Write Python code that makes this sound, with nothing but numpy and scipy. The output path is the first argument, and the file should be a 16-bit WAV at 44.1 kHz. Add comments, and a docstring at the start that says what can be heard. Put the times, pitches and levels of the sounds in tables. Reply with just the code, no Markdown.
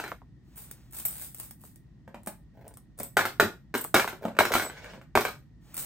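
"""Over a low room rumble a coin drops and rebounds in a cardboard bank; then a sleeve rustles on a tablecloth,
coins slide, tick and clink in a heap, the hand bumps the lid, and more coins fall, some with a flat thump.
One coin scrapes in the slot; a last reach to the heap follows. Impacts are damped modes plus noise bursts,
friction is noise gated by random slips, thumps are falling sines; a small room and two close microphones follow."""
import sys
import numpy as np
from scipy import signal
from scipy.fft import rfft, irfft, next_fast_len
from scipy.io import wavfile
from scipy.ndimage import map_coordinates

SR = 44100
rng = np.random.default_rng(int(sys.argv[2]) if len(sys.argv) > 2 else 0)


def persist_wave(psi):
    """Save psi, clipped to +-1, as 16-bit WAV."""
    counts = np.round(np.clip(psi, -1, 1) * 32767).astype(np.int16)
    wavfile.write(sys.argv[1], SR, np.atleast_2d(counts).T)


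N = 257984
LEAD_S = .004  # silence ahead of each contact
T = np.maximum(np.arange(int(.4 * SR)) / SR - LEAD_S, 0)  # time since contact, s


def amp(db):
    """Decibels to gain."""
    return 10 ** (np.asarray(db) / 20)


def unit(x):
    """Scale to rms 1."""
    return x / np.sqrt(np.mean(x ** 2) + 1e-20)


def blow(x):
    """Scale to the energy of one millisecond at rms 1."""
    return x / np.sqrt(np.sum(x ** 2) * 1000 / SR + 1e-20)


def along(points, hz):
    """Interpolate (f/Hz, value) points on a log frequency axis."""
    f, v = np.transpose(points)
    return np.interp(np.log(hz + 1), np.log(f + 1), v)


def filtered(x, response):
    """Multiply the spectrum by a complex response of frequency."""
    n = x.shape[-1]
    m = next_fast_len(n + 4096)
    spectrum = rfft(x, m) * response(np.fft.rfftfreq(m, 1 / SR))
    return irfft(spectrum, m)[..., :n]


def coloured(x, spectrum):
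    """Filter by (f/Hz, level/dB) points."""
    return filtered(x, lambda hz: amp(along(spectrum, hz)))


def fade(t60):
    """Exponential decay, 60 dB in t60 seconds."""
    return np.exp(-np.log(1000) * T / t60)


def burst(spectrum, t60):
    """Noisy crack of a contact: coloured noise with a fast rise and exponential decay."""
    rise = 1 - np.exp(-T / 0.0004)
    noise = rng.standard_normal(len(T)) * rise * fade(t60)
    return blow(coloured(noise, spectrum))


def ring(modes, detune):
    """Damped modes building up over a cycle; the point of contact shifts their strength and pitch."""
    hz, db, t60 = np.transpose(modes)
    shift, size, sign = rng.standard_normal((3, len(hz)))
    cycles = np.outer(hz * (1 + detune * shift), T)
    build_up = 1 - np.exp(-2 * cycles)
    waves = np.sin(2 * np.pi * cycles) * build_up * fade(t60[:, None])
    gains = np.sign(sign) * amp(db + 2 * size)
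    return blow(gains @ waves)


def flutter(depth_db, rate):
    """Uneven gain of a ringing coin or panel as its neighbours brush it, rate changes a second."""
    wander = map_coordinates(rng.standard_normal(len(T)), [T * rate], order=1)
    return amp(depth_db * wander)


def rattle(x, db, t60):
    """A contact jostles the coins around it: small chance repeats that die away."""
    repeats = np.zeros(len(T))
    at = rng.integers(int(.004 * SR), int(.045 * SR), size=7)
    repeats[at] = rng.choice([-1, 1], size=7) * amp(db) * fade(t60)[at]
    return x + signal.fftconvolve(x, repeats)[:len(T)]


def room(x, wet_db, t60):
    """Decaying-noise echoes; rows: sound plus echoes shared by both microphones, unshared echoes."""
    rise = 1 - np.exp(-T / 0.00019)
    tails = rng.standard_normal((2, len(T))) * fade(t60) * rise
    tails = amp(wet_db) * tails / np.linalg.norm(tails[0])
    wet = signal.fftconvolve(x[None], tails, axes=1)[:, :len(x)]
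    return np.array([x + wet[0], wet[1]])


def add(track, s, sound):
    """Mix in a sound with its contact, LEAD_S into it, at time s."""
    start = round((s - LEAD_S) * SR)
    sound = sound[:, max(-start, 0):]
    part = track[:, max(start, 0):][:, :sound.shape[1]]
    part += sound[:, :part.shape[1]]


def strokes(table):
    """Half-sine gains of hand strokes that swell and ease off."""
    t = np.arange(N) / SR
    return sum(amp(db) * np.sin(np.pi * np.clip((t - s) / length, 0, 1)) for s, length, db in table)


def friction(spectrum, rate, slip_t60):
    """Noise gated by random slips of uneven size, rate a second, each dying within milliseconds."""
    slips = (rng.random(N) < rate / SR) * amp(18 * rng.random(N))
    power = np.abs(signal.fftconvolve(slips ** 2, fade(slip_t60)[T > 0] ** 2)[:N])
    return unit(coloured(rng.standard_normal(N) * np.sqrt(power), spectrum))


# room rumble spectrum: f/Hz, relative level/dB
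RUMBLE_SPECTRUM = [(25, -35), (53, -2.5), (87, -13.5), (123, -4), (330, -19.5), (430, -34), (1400, -45),
                   (5500, -55), (16000, -67.5)]


def background():
    """Low steady room rumble with a faint narrow whine, both filtered noise."""
    rumble = unit(coloured(rng.standard_normal((2, N)), RUMBLE_SPECTRUM))
    whine_band = lambda hz: 1 / (1 + ((hz - 1870) / 85) ** 2)
    whine = unit(filtered(rng.standard_normal((2, N)), whine_band))
    return amp(-54) * rumble + amp(-81.0) * whine


# coin modes: nominal f/Hz, relative level/dB, undamped t60/s
COIN_MODES = [(7650, -16.5, 0.17), (8130, -6.5, 0.2), (10800, 2, 0.029), (13500, 4.5, 0.23),
              (13080, 5.5, 0.029), (14980, 0.5, .06)]
# card crack spectrum: f/Hz, relative level/dB
CARD_CRACK = [(30, -28.5), (110, -2.5), (500, 10), (1500, 7), (2400, 2.5), (3300, -5), (5500, -19.5),
              (8000, -11), (16000, -56)]
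# coin-on-stack tick spectrum: f/Hz, relative level/dB
STACK_TICK = [(1500, -6), (4000, -6), (7000, -9.5), (9500, -8), (11000, -4.5), (12400, -4.5),
              (14300, -12.5), (16000, -18.5)]


def contacts(table, modes, rattle_db):
    """Each contact sounds card and coins; soft ones favour the low modes, hard ones the high."""
    out = np.zeros((2, N))
    for s, knock_db, thud_db, steel_db in table:
        card = amp(-4.5) * ring(modes, detune=0.031) + amp(-6.5) * burst(CARD_CRACK, t60=0.032)
        card = coloured(card, [(330, thud_db + 16.0), (1400, knock_db)])  # thud below, knock above
        damping = fade(.25) * flutter(depth_db=4, rate=250)
        chime = amp(steel_db) * blow(ring(COIN_MODES, detune=.003) * damping)
        coin = amp(steel_db + 8.0) * burst(STACK_TICK, t60=0.059) + chime
        add(out, s, room(rattle(card, db=rattle_db, t60=0.058), wet_db=-3.0, t60=0.23))
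        add(out, s, room(rattle(coin, db=rattle_db, t60=0.59), wet_db=-3.0, t60=0.24))
    return out


# coins landing and rebounding in the box: t/s, relative knock, thud, steel level/dB
COIN_LANDINGS = [(0.0, -20.5, -40.5, -40.5), (.039, -23, -40.5, -47), (.062, -31, -46, -63),
                 (0.078, -25, -64, -47), (3.169, -3.5, -23, -25), (3.191, -11.5, -29, -46.5),
                 (3.21, -14.5, -37.5, -45), (3.253, -16, -31.5, -32.5), (3.3986, -1, -21, -25),
                 (3.428, -25, -21.5, -47.5), (3.741, -17.5, -30.5, -38.5), (3.75, -10.5, -30, -36.5),
                 (3.943, -5, -18, -20.5), (3.953, -5, -25, -39), (3.963, -7, -23, -36.5),
                 (3.997, -8.5, -37.5, -30), (4.076, -17.5, -35.5, -38.5), (4.128, -32.5, -39, -56.5),
                 (4.3885, -0.5, -21, -25), (4.399, -20, -28, -32), (4.452, -14, -34.5, -32),
                 (4.519, -17, -32.5, -30.5), (4.538, -10, -39.5, -25), (4.553, -10.5, -23, -29.5),
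                 (4.582, -19.5, -42, -33), (4.597, -15, -40.5, -40), (4.622, -21.5, -35.5, -36),
                 (4.698, -27.5, -46, -55), (5.153, -4, -20, -30), (5.174, -13, -27, -33),
                 (5.208, -20, -41.5, -33), (5.251, -13.5, -31, -34.5), (5.281, -24, -40.5, -45)]
# box modes, air and wide panels up to stiff corners: nominal f/Hz, relative level/dB, t60/s
BOX_MODES = [(103, -19.5, 0.13), (232.5, -12.5, 0.11), (394.3, 0, 0.029), (589, -5, 0.035),
             (740, -1.5, 0.014), (1070, -3.5, 0.015), (1448, 1, 0.021), (1576, 1, 0.012), (2220, -7, 0.027),
             (3910, -13.5, 0.025)]


def bank():
    """Each falling coin lands, rebounds and jostles the stack inside the box."""
    return contacts(COIN_LANDINGS, BOX_MODES, rattle_db=-11.5)


# coin or finger falling flat on card or table: t/s, level/dB
FLAT_FALLS = [(0.118, -23.5), (.218, -43.5), (1.053, -41.5), (1.638, -45), (3.001, -33.5), (3.848, -28.5),
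              (4.045, -19.5), (4.405, -6.5), (4.504, -20), (4.552, -17), (4.65, -28), (4.663, -27),
              (5.1745, -8)]
# nominal pitch, scattered per thump; the fall is a time constant
THUMP_START_HZ, THUMP_END_HZ, THUMP_FALL_S, THUMP_T60_S = 1384, 416, .0025, 0.041


def thumps():
    """A flat blow bends the card; fast bending waves arrive before slow ones, so the pitch drops."""
    out = np.zeros((2, N))
    for s, db in FLAT_FALLS:
        hz = THUMP_END_HZ + (THUMP_START_HZ - THUMP_END_HZ) * np.exp(-T / THUMP_FALL_S)
        hz = hz * np.exp(0.12 * rng.standard_normal())
        wave = np.sin(2 * np.pi * np.cumsum(hz * (T > 0)) / SR)
        flex = blow(wave * fade(THUMP_T60_S) * flutter(depth_db=9, rate=700))
        add(out, s, room(amp(db) * flex, wet_db=-9, t60=0.1))
    return out


# sleeve on tablecloth as the hand reaches down: t/s, length/s, level/dB
SLEEVE_REACHES = [(.42, 0.56, -63.5), (5.6, 0.46, -57)]
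# cloth rustle spectrum: f/Hz, relative level/dB
CLOTH_SPECTRUM = [(500, -1), (6000, -10), (16000, -13)]


def sleeve():
    """Soft fabric rustles ahead of each reach into the heap: coloured noise in swells."""
    rustle = strokes(SLEEVE_REACHES) * unit(coloured(rng.standard_normal(N), CLOTH_SPECTRUM))
    return np.array([rustle, np.zeros(N)])


# coin pushed over others, in heap or hand: t/s, length/s, relative level/dB
COIN_SLIDES = [(.54, 0.12, -43.5), (.905, 0.13, -37), (1.04, 0.16, -41), (1.15, 0.13, -37),
               (1.35, 0.12, -40.5), (1.59, 0.095, -48.5), (2.655, 0.22, -80), (2.975, 0.03, -38.5),
               (3.745, 0.067, -39.5), (5.735, 0.11, -30)]
# loose coin spectrum: f/Hz, relative level/dB
LOOSE_COINS = [(200, -8), (600, -5.5), (1500, -7.5), (3200, -11), (6500, -10), (8500, 2), (11000, 5),
               (12200, 5), (14000, -0.5), (16000, -1)]


def heap():
    """Milled rims scrape over one another as the fingers gather and feed coins."""
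    scrapes = friction(LOOSE_COINS, rate=450, slip_t60=.01)
    return room(amp(-5) * strokes(COIN_SLIDES) * scrapes, wet_db=1, t60=0.32)


# coins pinched too tightly to ring: t/s, level/dB
DRY_TICKS = [(.712, -30), (0.986, -29), (0.9986, -27.5), (1.346, -31), (1.399, -26.5), (1.509, -34),
             (1.7585, -44), (2.233, -50), (2.2614, -37), (2.679, -40), (2.739, -46), (2.771, -40),
             (3.0477, -39.5), (5.7428, -29)]


def ticks():
    """A rim snaps off the edge of another coin; pinched tight, neither rings."""
    out = np.zeros((2, N))
    for s, db in DRY_TICKS:
        add(out, s, room(amp(db) * burst(LOOSE_COINS, t60=.02), wet_db=-5.5, t60=0.16))
    return out


# coin on coin, in heap or fingers: t/s, relative click level/dB, relative ring level/dB
COIN_CLINKS = [(1.0521, -12.5, -24.5), (1.061, -21.5, -28), (1.083, -20.5, -34), (2.272, -19.5, -40),
               (2.999, -21.5, -42.5), (3.032, -24.5, -33.5), (3.776, -24.5, -34.5), (3.811, -32.5, -32),
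               (3.841, -19.5, -37)]


def clinks():
    """Two coins meet, each at its own pitch, their ring half damped by fingers or cloth."""
    out = np.zeros((2, N))
    for s, db, ring_db in COIN_CLINKS:
        click = amp(db - 7.0) * burst(LOOSE_COINS, t60=0.048)
        pair = sum(ring(COIN_MODES, detune=0.0075) for coin in range(2))
        damping = fade(0.06) * flutter(depth_db=7.5, rate=600)
        chime = amp(ring_db + 8.5) * blow(pair * damping)
        add(out, s, room(click + chime, wet_db=-5, t60=0.22))
    return out


# hand and its coins bumping the lid: t/s, relative knock, thud level/dB
LID_BUMPS = [(2.077, -39.5, -44), (2.144, -30.5, -41.5), (2.272, -27.5, -35.5), (3.003, -29, -38.5),
             (4.2515, -20.5, -25.5), (4.281, -29, -32.5), (4.351, -39.5, -49.5), (4.367, -28.5, -44),
             (4.843, -28, -60.5), (4.935, -34, -47), (4.976, -45, -47), (5.014, -37.5, -61)]
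HELD_STEEL_DB = -27.5  # steel setting of a held coin, against its knock
# fingers and coin edges rubbing the lid: t/s, length/s, relative level/dB
LID_RUBS = [(2.53, 0.22, -48.5), (4.21, 0.045, -34.5), (4.335, 0.1, -54), (4.86, 0.17, -55.5)]
# top panel modes: nominal f/Hz, relative level/dB, t60/s
LID_MODES = [(210, 2.5, 0.057), (562, 0, 0.055), (660, -3, 0.047), (876, 0.5, 0.043), (1491, 7.5, 0.0065)]
# rubbed card spectrum: f/Hz, relative level/dB
CARD_SCUFF = [(100, -5.5), (550, 18), (950, 9.5), (1200, -7), (1550, 3), (2800, -10), (8000, -20.5),
              (16000, -12)]


def lid():
    """Fingers and coin edges bump and rub the card around the slot: panel modes and slip noise."""
    table = [(s, knock, thud, knock + HELD_STEEL_DB) for s, knock, thud in LID_BUMPS]
    bumps = contacts(table, LID_MODES, rattle_db=-24.0)
    rubs = amp(-7) * strokes(LID_RUBS) * friction(CARD_SCUFF, rate=440, slip_t60=0.017)
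    return bumps + room(rubs, wet_db=-3.0, t60=0.07)


# coin rocking to rest in the box: t/s, length/s, f/Hz, level/dB
COIN_SETTLES = [(3.429, 0.067, 13200, -42.5), (4.61, .1, 7950, -39.5)]


def settling():
    """A coin rocks to rest free of the others, a single mode swelling and fading."""
    out = np.zeros((2, N))
    for s, length, hz, db in COIN_SETTLES:
        swell = np.sin(np.pi * np.minimum(T / length, 1)) * flutter(depth_db=-3.5, rate=180)
        tone = amp(db) * swell * np.sin(2 * np.pi * hz * T)
        add(out, s, room(tone, wet_db=-11, t60=0.1))
    return out


# coin sticking and worked through the slot: t/s, length/s, relative level/dB
STUCK_COIN = [(4.67, 0.31, -46.5)]
# slot scrape spectrum: f/Hz, relative level/dB
SLOT_SCRAPE = [(200, -10.5), (600, 5), (1100, -8.5), (1550, 1), (3000, -10.5), (8000, -20.5),
               (16000, -29.5)]


def slot():
    """The milled rim of a tight coin catches on the edge of the slot: sparse slip noise."""
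    scrape = friction(SLOT_SCRAPE, rate=180, slip_t60=0.024)
    return room(amp(-9.5) * strokes(STUCK_COIN) * scrape, wet_db=6.0, t60=0.24)


# echoes unlike at the two microphones: f/Hz, relative level/dB
UNLIKE_ECHOES = [(200, -10), (1800, -8), (3200, 1), (6000, 1), (7500, -5), (9800, -9), (11000, -27),
                 (12600, -7), (14000, -15)]


def stereo(pair, direction):
    """Left and right from shared and unshared sound, with the phase lead of a direction."""
    unlike = coloured(pair[1], UNLIKE_ECHOES)
    lead = lambda hz: np.exp(.5j * np.outer([1, -1], along(direction, hz)))
    return filtered(np.array([pair[0] + unlike, pair[0] - unlike]), lead)


# hand position: t/s, 0 at heap to 1 over slot
HAND_PATH = [(1.8, 0), (2.05, 1), (5.2, 1), (5.5, 0)]
# colour of coins closed in the hand: f/Hz, level/dB
HAND_COLOUR = [(600, 10), (3000, 1.5), (9000, 4.5), (14000, -1.5)]
# lead of the left microphone, box direction: f/Hz, phase/rad
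BOX_LEAD = [(100, 0), (1500, -.38), (4000, -1.6), (7000, 0)]
# lead of the left microphone, heap direction: f/Hz, phase/rad
HEAP_LEAD = [(300, 0), (2000, .6), (5200, 2.4), (7000, 0)]


def scene():
    """Box a little to the right, heap to the left; the hand carries coins from heap to box."""
    over_slot = np.interp(np.arange(N) / SR, *np.transpose(HAND_PATH))
    loose = heap() + ticks() + clinks()
    in_hand = coloured(over_slot * loose, HAND_COLOUR)
    at_box = bank() + thumps() + lid() + settling() + slot() + in_hand
    at_heap = background() + sleeve() + (1 - over_slot) * loose
    return stereo(at_box, BOX_LEAD) + stereo(at_heap, HEAP_LEAD)


# left lead in the treble, held near half a turn from 10.5 to 11.7 kHz: f/Hz, phase/rad
PORT_LEAD = [(7000, 0), (9000, 1.25), (10500, 3.0), (11700, 3.27), (12500, 4.0), (14000, 6.28)]
TOP_HZ = 15900  # band limit


def record(dry):
    """Microphone ports turn the treble phase apart; peaks are rounded; a steep low-pass ends the band."""
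    ports = filtered(dry, lambda hz: np.exp(.5j * np.outer([1, -1], along(PORT_LEAD, hz))))
    rounded = ports / (1 + (ports / .85) ** 4) ** .25
    return filtered(rounded, lambda hz: 1 / np.sqrt(1 + (hz / TOP_HZ) ** 160))


dry = scene()
out = record(dry)
persist_wave(out)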